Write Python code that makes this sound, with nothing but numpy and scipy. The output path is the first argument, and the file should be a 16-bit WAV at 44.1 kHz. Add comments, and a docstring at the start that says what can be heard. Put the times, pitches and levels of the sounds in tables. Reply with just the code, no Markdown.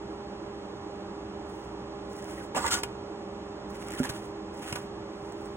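"""One hears a cardboard box pulled off a thin plastic tray, close by in a small room, over a steady ventilation hum.
Stick-slip friction drags, catches and slips the card along the tray's rim, ringing box and tray until a click.
Sleeve and glove stroke the tray by dense micro-slips; soft pushes ring the box's panel modes.
Short contact bursts make the clicks of the tray being set down; the fan is wavering tones over filtered noise."""
import sys
import numpy as np
from scipy import signal
from scipy.fft import rfft, irfft, next_fast_len
from scipy.io import wavfile

SR = 44100
rng = np.random.default_rng(int(sys.argv[2]) if len(sys.argv) > 2 else 0)


def master_out(mix):
    """Clip the mix to full scale and print it as 16-bit PCM to the path in sys.argv[1]."""
    frames = np.transpose(np.atleast_2d(mix))
    ceiling = np.clip(frames, -1, 1)
    pcm = np.round(ceiling * 32767).astype(np.int16)
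    wavfile.write(sys.argv[1], SR, pcm)


N = 245469
TIME = np.arange(N) / SR
SIZE = next_fast_len(N)
HZ = np.maximum(np.arange(SIZE // 2 + 1) * SR / SIZE, 1)


def undb(db):
    """Level to amplitude: 20 dB is a factor of ten."""
    return 10 ** (np.asarray(db) / 20)


def unit(x):
    """Normalization to an rms of 1."""
    return x / np.sqrt(np.mean(x ** 2))


def over_hz(points):
    """Interpolation of (Hz, value) points on a logarithmic frequency axis."""
    hz, value = np.transpose(points)
    return np.interp(np.log(HZ), np.log(hz), value)


def response(points, peaks=()):
    """Minimum-phase filter of unit power: a smooth spectrum in dB, lifted by resonances."""
    db = over_hz(points)
    for hz, width, lift in peaks:
        db = db + lift / (1 + (2 * (HZ - hz) / width) ** 2)
    # folding the cepstrum onto positive times makes the filter causal
    cepstrum = irfft(np.log(unit(undb(db))), SIZE)
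    cepstrum[1:SIZE // 2] *= 2
    cepstrum[SIZE // 2 + 1:] = 0
    return np.exp(rfft(cepstrum))


def through(x, filt):
    """Linear filtering: the spectrum is multiplied by a frequency response."""
    return irfft(rfft(x, SIZE) * filt, SIZE)[..., :N]


def decay_60db(age, t60):
    """Exponential decay: the amplitude falls by 60 dB in t60 seconds."""
    return np.exp(-np.log(1000) * age / t60)


def walk(rate):
    """Low-passed noise: a smooth random wander of rms 1, slower for a lower rate in Hz."""
    return unit(through(rng.standard_normal(N), np.exp(-(HZ / rate) ** 2) + 1e-12))


def friction(rate, spread_db):
    """Dry friction as a random train of micro-slips of unequal size, rms 1; rate in slips per second."""
    caught = rng.random(N) < rate / SR
    sign = rng.choice([-1, 1], N)
    size = undb(spread_db * np.minimum(rng.exponential(size=N), 4))
    return unit(caught * sign * size)


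def swell(start, rise, hold, fall):
    """Contact envelope: linear build-up, steady hold, exponential decay; all in seconds."""
    level = np.zeros(N)
    span = slice(int(start * SR), int((start + rise + hold + 20 * fall) * SR))
    age = TIME[span] - start
    build_up = np.clip(age / max(rise, 1e-4), 0, 1)
    level[span] = build_up * np.exp(-np.maximum(age - rise - hold, 0) / max(fall, 1e-4))
    return level


# every contact builds up over a share of its length and dies away over another
RISE_SHARE, FADE_SHARE = 0.49, 0.71


def contact(start, length):
    """Contact time sets abruptness: the longer a touch lasts, the softer it starts and ends."""
    return swell(start, RISE_SHARE * length, (1 - RISE_SHARE) * length, FADE_SHARE * length)


# Level balance of the microphone ports. Each row: frequency in Hz, left minus right in dB.
PORT_BALANCE = [(60, -0.7), (200, -0.8), (400, -2.8), (700, -6), (1300, -6.5), (2400, 1.2), (4000, 0)]
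# Diffuse share at the ports. Each row: frequency in Hz, diffuse sound relative to direct in dB.
DIFFUSE_SHARE = [(60, -26), (300, -18), (600, -9), (1200, -6), (2200, -3), (3300, -6), (4500, -24),
                 (5500, -10), (15000, -9)]
# Phase between the ports. Each row: frequency in Hz, lead of the left port in radians.
PORT_LEAD = [(0, 0), (600, -0.5), (1210, 0.3), (2410, -3.3), (2760, -3.0), (5000, -3.2), (7670, -6.1),
             (9560, -6.4), (10200, -7.4), (12000, -9.3), (14200, -9.6), (15000, -11.5), (15200, -11.6),
             (16000, -12.6)]


def ports(direct, diffuse):
    """Interaural-like phase and shading: treble reaches the left port later, the recorder's body shades the middle."""
    spread = undb(over_hz(DIFFUSE_SHARE))
    shade = undb(over_hz(PORT_BALANCE))
    delay = np.exp(1j * np.interp(HZ, *np.transpose(PORT_LEAD)))
    power = (1 + spread ** 2) * (1 + shade ** 2) / 2
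    pair = np.array([shade * delay, np.ones_like(HZ)]) / np.sqrt(power)
    opposed = np.array([[1], [-1]])  # the diffuse part has opposite sign at the two ports
    return through(direct, pair) + through(diffuse, pair * spread * opposed)


def reflections(x, t60, dull_hz):
    """Reverberation: a dense echo train from the walls decays exponentially, its treble dulled."""
    tail = rng.standard_normal(N) * decay_60db(TIME, t60) * (TIME > .003)
    return through(x, rfft(tail / np.sqrt(np.sum(tail ** 2)), SIZE) / (1 + 1j * HZ / dull_hz))


# Tones of the fan. Each row: pitch in Hz, mean level in dB, waver as an rms share of the pitch.
FAN_TONES = [(59.5, -59, 0.0031), (212.8, -53, 0.00586), (322.3, -52.5, 0.01026), (402.6, -45.5, .0007),
             (601, -58, 0.00615), (806, -53.5, 0.00208)]
# Spectrum of the air in the duct. Each row: frequency in Hz, relative density in dB per Hz.
DUCT_AIR = [(25, -15), (42, -13), (60, 2), (150, 1.5), (450, 0), (700, 0), (950, -1), (1400, -8),
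            (2200, -16), (3200, -18), (5500, -23), (8000, -29.5), (10000, -42), (15000, -56)]
# Resonances and dips of the duct. Each row: frequency in Hz, width in Hz, lift in dB.
DUCT_RESONANCES = [(120, 14.4, 4), (153, 17, -8.5), (193.3, 14, 11.5), (245, 64, -5), (317.4, 81, 10.5),
                   (337.6, 7.5, 3), (368, 16.7, -7), (423, 9.2, -5), (442.5, 17, 4), (476, 15.4, -4.5),
                   (526.6, 8.2, -6.5), (544, 16, 4), (601, 61, 6.5), (652, 58, -9), (1530, 52, -8)]


def ventilation(air_db=-41.0, flutter_db=1.0):
    """Rotating-fan tones, wavering in pitch and level, over turbulent noise shaped by duct resonances."""
    duct = response(DUCT_AIR, DUCT_RESONANCES)
    air, scattered = (undb(air_db) * through(rng.standard_normal(N), duct) for _ in range(2))
    hum = 0
    for hz, db, waver in FAN_TONES:
        phase = 2 * np.pi * np.cumsum(hz * (1 + waver * walk(3.84))) / SR
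        hum = hum + undb(db + flutter_db * walk(4.7)) * np.sqrt(2) * np.sin(phase)
    return ports(air + hum, scattered)


# Dull bumps on the box. Each row: start in seconds, level of the push in dB, contact time in seconds.
BOX_BUMPS = [(2.566, -29, 0.0028), (2.851, -17, 0.019), (4.0009, -19.5, 0.0015), (4.095, -21, 0.0059),
             (4.725, -21.5, 0.0053)]
# Panel modes of the box. Each row: frequency in Hz, relative level in dB, time to decay by 60 dB in seconds.
PANEL_MODES = [(85.4, -28, 0.42), (156, -9.5, 0.14), (257, 4.5, 0.11), (375, 0.5, 0.043), (580, -6, 0.11)]


def bumps():
    """Modal excitation of the box's panels by soft pushes; a longer contact leaves only the lowest modes."""
    push = np.zeros(N)
    for s, db, length in BOX_BUMPS:
        pulse = np.sin(np.pi * np.clip((TIME - s) / length, 0, 1))
        push -= undb(db) * pulse / pulse.sum()
    ring = 0
    for hz, db, t60 in PANEL_MODES:
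        ring = ring + undb(db) * np.sin(2 * np.pi * hz * TIME) * decay_60db(TIME, t60)
    radiation = (1j * HZ / (55 + 1j * HZ)) ** 3  # a small panel radiates no deep bass
    return through(push, rfft(ring, SIZE) * radiation)


# Strokes of sleeve and glove. Each row: firmest moment, build-up and let-go in seconds, peak pressure in dB.
GLOVE_STROKES = [(1.50, 0.052, 0.26, -65.5), (2.385, 0.36, 0.12, -57), (3.991, 0.32, 0.1, -51),
                 (4.06, 0.042, 0.27, -51.5), (4.715, 0.2, 0.17, -51.5), (5.42, 0.4, 0.42, -70)]
STROKE_CURVE = 1.03  # above 1 the pressure peaks more sharply


def pressure():
    """Normal force: sleeve and glove bear on the plastic in strokes that build up and let go."""
    total = 0
    for s, build, release, db in GLOVE_STROKES:
        stroke = np.interp(TIME, [s - build, s, s + release], [0, 1, 0])
        total = total + undb(db) * stroke ** STROKE_CURVE
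    return total + 1e-6


# Spectrum of the lower cloth rustle. Each row: frequency in Hz, relative density in dB per Hz.
CLOTH_RUSTLE = [(200, -26), (700, 1), (1400, 6.5), (2000, 3), (3000, 4.5), (5000, -7), (8000, -9),
                (11000, -5), (16000, -22)]
# Spectrum of bright crinkling, also for the ticks. Each row: frequency in Hz, relative density in dB per Hz.
BRIGHT_CRINKLE = [(800, -3), (2000, 18), (3500, -10), (5000, 11), (9000, 8), (13000, -8), (16000, 3.5)]


def brushing(rustle_db=7.0, whisper_db=6.5, light_db=-60, uneven_db=3.5):
    """Fibre friction depends on load: a light touch only whispers, a firmer one adds the lower rustle."""
    touch = pressure()
    firm = 1 / (1 + (undb(light_db) / touch) ** 2)
    fibres = touch * undb(uneven_db * walk(35))
    rustle = friction(rate=1100, spread_db=1.5) * fibres * np.sqrt(firm)
    whisper = friction(rate=6000, spread_db=0.5) * fibres * np.sqrt(1 - firm)
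    rustle = through(rustle, response(CLOTH_RUSTLE))
    whisper = through(whisper, response(BRIGHT_CRINKLE))
    return undb(rustle_db) * rustle + undb(whisper_db) * whisper


# Sharpest crinkles of glove and tray. Each row: start in seconds, level in dB, decay constant in seconds.
SHARP_TICKS = [(2.1315, -38.5, .0007), (2.157, -45, .0003), (2.1657, -38, .0005), (2.18, -48, .0006),
               (2.225, -39, 0.00065), (2.243, -39, .0005), (2.358, -46, .0006), (3.7041, -42, .0006),
               (3.7692, -41, .0006), (3.826, -47, .0006), (3.884, -37.5, 0.0033), (3.9054, -35.5, .002),
               (3.92, -34, 0.0013), (3.9356, -39, .0025), (3.993, -32.5, .003), (4, -38, 0.0018),
               (5.323, -41, 0.00057), (5.458, -41, 0.00066)]


def ticks(stray_rate=90, stray_db=-3):
    """Impulsive noise: a few sharp bright crinkles, and sparse stray ones that grow with the pressure."""
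    force = sum(undb(db) * swell(s, .0003, 0, decay) for s, db, decay in SHARP_TICKS)
    stray = undb(stray_db) * pressure() * friction(rate=stray_rate, spread_db=0.5)
    return through(rng.standard_normal(N) * force + stray, response(BRIGHT_CRINKLE))


# stick-slip unsteadiness: scatter of its pitch (share) and level (dB), ring-out (s)
CHATTER_SCATTER, CHATTER_DB, CHATTER_RING_S = 0.05, 3, 0.0083


def chatter(rows):
    """Stick-slip locked to a resonance, for rows of (s, length s, Hz, dB): rough, then ringing out."""
    clock = np.cumsum(1 + CHATTER_SCATTER * walk(257)) / SR  # one unsteady time base for all pitches
    rough = unit(undb(CHATTER_DB * walk(270)))
    tones = 0
    for s, length, hz, db in rows:
        grip = swell(s, RISE_SHARE * length, (1 - RISE_SHARE) * length, CHATTER_RING_S)
        tones = tones + undb(db) * grip * np.sin(2 * np.pi * hz * clock)
    return np.sqrt(2) * rough * tones


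# Short scuffs of glove and card on the plastic.
# Each row: start in seconds, length in seconds, mean pitch in Hz, level in dB.
PLASTIC_SCUFFS = [(2.376, 0.005, 1860, -45), (2.402, 0.01, 1680, -43.5), (3.881, 0.006, 1236, -46),
                  (3.918, 0.005, 2020, -55), (3.934, 0.006, 2110, -45), (3.954, 0.012, 1750, -47),
                  (3.979, 0.005, 2910, -47), (3.991, 0.012, 1407, -40), (4.031, 0.0076, 1810, -39),
                  (4.046, 0.0085, 1706, -37), (4.091, 0.0055, 1476, -40)]


def scuffs():
    """Brief stick-slip: glove and card chatter on the plastic."""
    return chatter(PLASTIC_SCUFFS)


# Resonances of the hollow box. Each row: frequency in Hz, width in Hz, relative level in dB.
BOX_RESONANCES = [(76, 20, -3.5), (448, 57, -6), (550, 60, -3.5), (757, 29, 1.5), (940, 86, -2),
                  (1165, 30, 3), (1240, 170, -8.5), (1456, 25, -0.5), (1690, 68, -7), (1927, 46, -9),
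                  (2030, 130, -14)]


def hollow(force):
    """Modal superposition: a force rings the box's resonances, alternating in sign, at unit power."""
    box = 0
    for k, (hz, width, db) in enumerate(BOX_RESONANCES):
        detuning = (HZ / hz - hz / HZ) * hz / width
        box = box + undb(db) / (1 + 1j * detuning) * (-1) ** k
    return through(force, box / np.sqrt(np.mean(abs(box) ** 2)))


# Modes of the tray's floor. Each row: frequency in Hz, relative level in dB, time to decay by 60 dB in seconds.
FLOOR_MODES = [(398, -1, 0.047), (964, 0, 0.15), (1098, 0.5, 0.026), (1492, -2.5, 0.036), (2170, -2, 0.023),
               (2480, -5.5, 0.051), (2780, -6.5, 0.082), (3090, -9.5, 0.072)]
EXCITED_OCTAVES = 0.86  # how far from the centre of excitation the modes still answer


def floor_ring(start, centre_hz):
    """Selective modal excitation: the place of the tap picks the modes of the tray's floor that answer."""
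    out = np.zeros(N)
    span = slice(int(start * SR) + 1, int(start * SR) + SR // 4)
    age = TIME[span] - start
    for hz, db, t60 in FLOOR_MODES:
        share = np.exp(-(np.log2(hz / centre_hz) / EXCITED_OCTAVES) ** 2)
        tone = np.sin(2 * np.pi * (hz * age + rng.random()))
        out[span] += share * undb(db) * tone * decay_60db(age, t60)
    return out


# Resonances of the thin free tray, also for the scrape. Each row: frequency in Hz, width in Hz, lift in dB.
TRAY_FREE = [(2900, 40, 9), (3130, 90, 8), (3550, 60, 6), (3720, 60, 4), (4100, 50, 4), (4700, 110, 6),
             (5240, 130, 9), (5640, 60, 4), (6290, 100, 10), (6780, 170, 8), (7180, 120, 7), (7620, 90, 6),
             (8010, 160, 9), (8590, 80, 7), (9280, 90, 7), (9960, 90, 7), (11150, 110, 7), (11900, 150, 6)]
# Spectrum of the snapping plastic. Each row: frequency in Hz, relative density in dB per Hz.
SNAP_SPECTRUM = [(150, 3.5), (500, 5.5), (1000, 3), (1600, 3), (2300, 1), (3300, 1.5), (4200, 4),
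                 (8000, -3), (11500, -2), (16000, -14)]
# Plastic clicks and taps. Each row: start in seconds, length in seconds, tray level in dB, box body level in dB,
# ring of the tray's floor in dB, frequency in Hz around which the floor is excited most.
PLASTIC_CLICKS = [(2.8319, 0.0044, -28.5, -33.5, -27.5, 430), (2.834, 0.0013, -40, -46, -29, 2800),
                  (4.032, 0.0015, -31.5, -42, -44, 1700), (4.038, 0.0026, -38, -53, -50, 1700),
                  (4.0464, 0.0015, -39, -35, -40, 1400), (4.0517, 0.00334, -40, -43, -38, 1600),
                  (4.089, 0.011, -33.5, -45, -46, 1800), (4.7242, 0.00404, -32.5, -44, -30, 2320),
                  (4.753, 0.00805, -37, -40, -29.5, 1700), (4.766, 0.0016, -57, -38, -41, 1200)]
# a snapping edge is pinched, and keeps only this share of the tray's resonant lift
CLICK_RING = 0.55
RATTLE_DB, RATTLE_S = -10, 0.011  # the plastic rattles on after a click: level re the burst, decay constant


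def clicks():
    """Impact excitation: plastic snaps over an edge in a burst of contacts that rings tray, floor and box."""
    snap = knock = ring = 0
    for s, length, tray_db, box_db, ring_db, centre_hz in PLASTIC_CLICKS:
        rattle = undb(RATTLE_DB) * swell(s, length, 0, RATTLE_S)
        burst = np.maximum(contact(s, length), rattle)
        snap = snap + undb(tray_db) * burst
        knock = knock + undb(box_db) * burst
        ring = ring + undb(ring_db) * floor_ring(s + RISE_SHARE * length, centre_hz)
    contacts = friction(rate=19000, spread_db=1.0)
    pinched = [(hz, width, CLICK_RING * lift) for hz, width, lift in TRAY_FREE]
    return through(contacts * snap, response(SNAP_SPECTRUM, pinched)) + hollow(contacts * knock) + ring


# the card skips over the rim in quick uneven jerks: mean log rate as Hz, scatter of the rate (share),
# decay of a jerk (share of a cycle), drag left between jerks (a jerk's peak adds 1)
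SKIP_HZ, SKIP_SCATTER, SKIP_DECAY, SKIP_REST = 420, 0.35, 0.3, 0.35


def skipping():
    """Relaxation oscillation: each stick-slip jerk starts sharply and dies away before the next; rms 1."""
    cycle = np.cumsum(SKIP_HZ * np.exp(SKIP_SCATTER * walk(200))) / SR % 1
    return unit(SKIP_REST + np.exp(-cycle / SKIP_DECAY))


# Card catching (box loud) or slipping free (rim loud); each grip makes the card chatter at its own pitch.
# Each row: start in seconds, length in seconds, box body level in dB, rim hiss level in dB,
# mean ring pitch in Hz, ring level in dB.
CARD_SLIPS = [(2.546, 0.0037, -27.5, -44, 900, -29.5), (2.553, 0.01, -38, -35.5, 2700, -39.5),
              (2.561, 0.0075, -28, -40, 555, -30.5), (2.565, 0.016, -29.5, -34.5, 1170, -36.5),
              (2.638, 0.0068, -27, -44, 1090, -35), (2.648, 0.01, -29.5, -40, 915, -26.5),
              (2.660, 0.007, -31, -29, 1610, -38), (2.673, 0.011, -34.5, -30.5, 2000, -40),
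              (2.702, 0.021, -38, -26.5, 1390, -34), (2.724, 0.019, -45, -26.5, 2910, -40),
              (2.739, 0.019, -46, -39, 1430, -31.5), (2.76, 0.010, -48, -43, 2190, -44),
              (2.789, 0.005, -43, -53, 2600, -47)]
# Spectrum of the rasp on the rim. Each row: frequency in Hz, relative density in dB per Hz.
RIM_RASP = [(300, -19), (1200, 3), (2600, 1.5), (3400, 0), (4100, 3), (6000, -0.5), (8600, -1.5),
            (10000, -6.5), (13000, -9), (16000, -10)]
# Resonances of the tray while the box still grips it. Each row: frequency in Hz, width in Hz, lift in dB.
TRAY_HELD = [(2000, 60, 7), (2750, 200, 7), (3300, 200, 4), (4550, 140, 5), (5250, 150, 8), (6700, 90, 5),
             (7300, 200, 11), (7750, 70, 12), (8350, 90, 11), (8620, 90, 8), (9550, 80, 6)]
# the card drags along the rim for the whole pull
PULL_S, PULL_LENGTH_S, PULL_RISE_S, PULL_FADE_S = 2.547, 0.24, 0.0046, 0.015
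PULL_BOX_DB, PULL_RIM_DB = -38, -41
# the card stalls for a moment, then the tray comes free of the box's grip
STALL_S, STALL_LENGTH_S, STALL_DB = 2.699, 0.0052, -5.5


def scrape(judder_db=1.36):
    """Stick-slip friction: drag and showers of catches ring the box and rasp on the rim, whose ring changes once free."""
    drag = swell(PULL_S, PULL_RISE_S, PULL_LENGTH_S, PULL_FADE_S)
    # drag and slips add as powers
    body = (undb(PULL_BOX_DB) * drag) ** 2
    hiss = (undb(PULL_RIM_DB) * drag) ** 2
    for s, length, box_db, rim_db, _, _ in CARD_SLIPS:
        power = contact(s, length) ** 2
        body = body + undb(box_db) ** 2 * power
        hiss = hiss + undb(rim_db) ** 2 * power
    judder = undb(judder_db * walk(195)) * skipping()
    card = hollow(friction(rate=2600, spread_db=1.0) * np.sqrt(body) * judder)
    stall = undb(STALL_DB * np.exp(-((TIME - STALL_S) / STALL_LENGTH_S) ** 2))
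    rasp = friction(rate=11000, spread_db=0.0) * np.sqrt(hiss) * judder * stall
    free = TIME > STALL_S
    held_rim = through(rasp * ~free, response(RIM_RASP, TRAY_HELD))
    free_rim = through(rasp * free, response(RIM_RASP, TRAY_FREE))
    grips = chatter([(s, length, hz, db) for s, length, _, _, hz, db in CARD_SLIPS])
    return card + held_rim + free_rim + grips


def handling(room_db=-16):
    """Direct and reverberant sound: rubbing and clicking close by, with a short tail from the walls."""
    near = scrape() + clicks() + scuffs() + ticks() + brushing()
    return near + undb(room_db) * reflections(near, t60=0.37, dull_hz=5000)


def scene(bump_pan_db=-3.5):
    """Extended sources: far parts of box and tray reach the ports as a diffuse share; bumps come from the right."""
    knocks = bumps() * undb(np.array([[bump_pan_db], [-bump_pan_db]]) / 2)
    return ports(handling(), handling()) + knocks + ventilation()


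def record(dry):
    """Band limiting: the recorder's steep elliptic low-pass cuts the top above 15.8 kHz."""
    return signal.sosfilt(signal.ellip(10, .1, 80, 15800, fs=SR, output="sos"), dry)


dry = scene()
out = record(dry)
master_out(out)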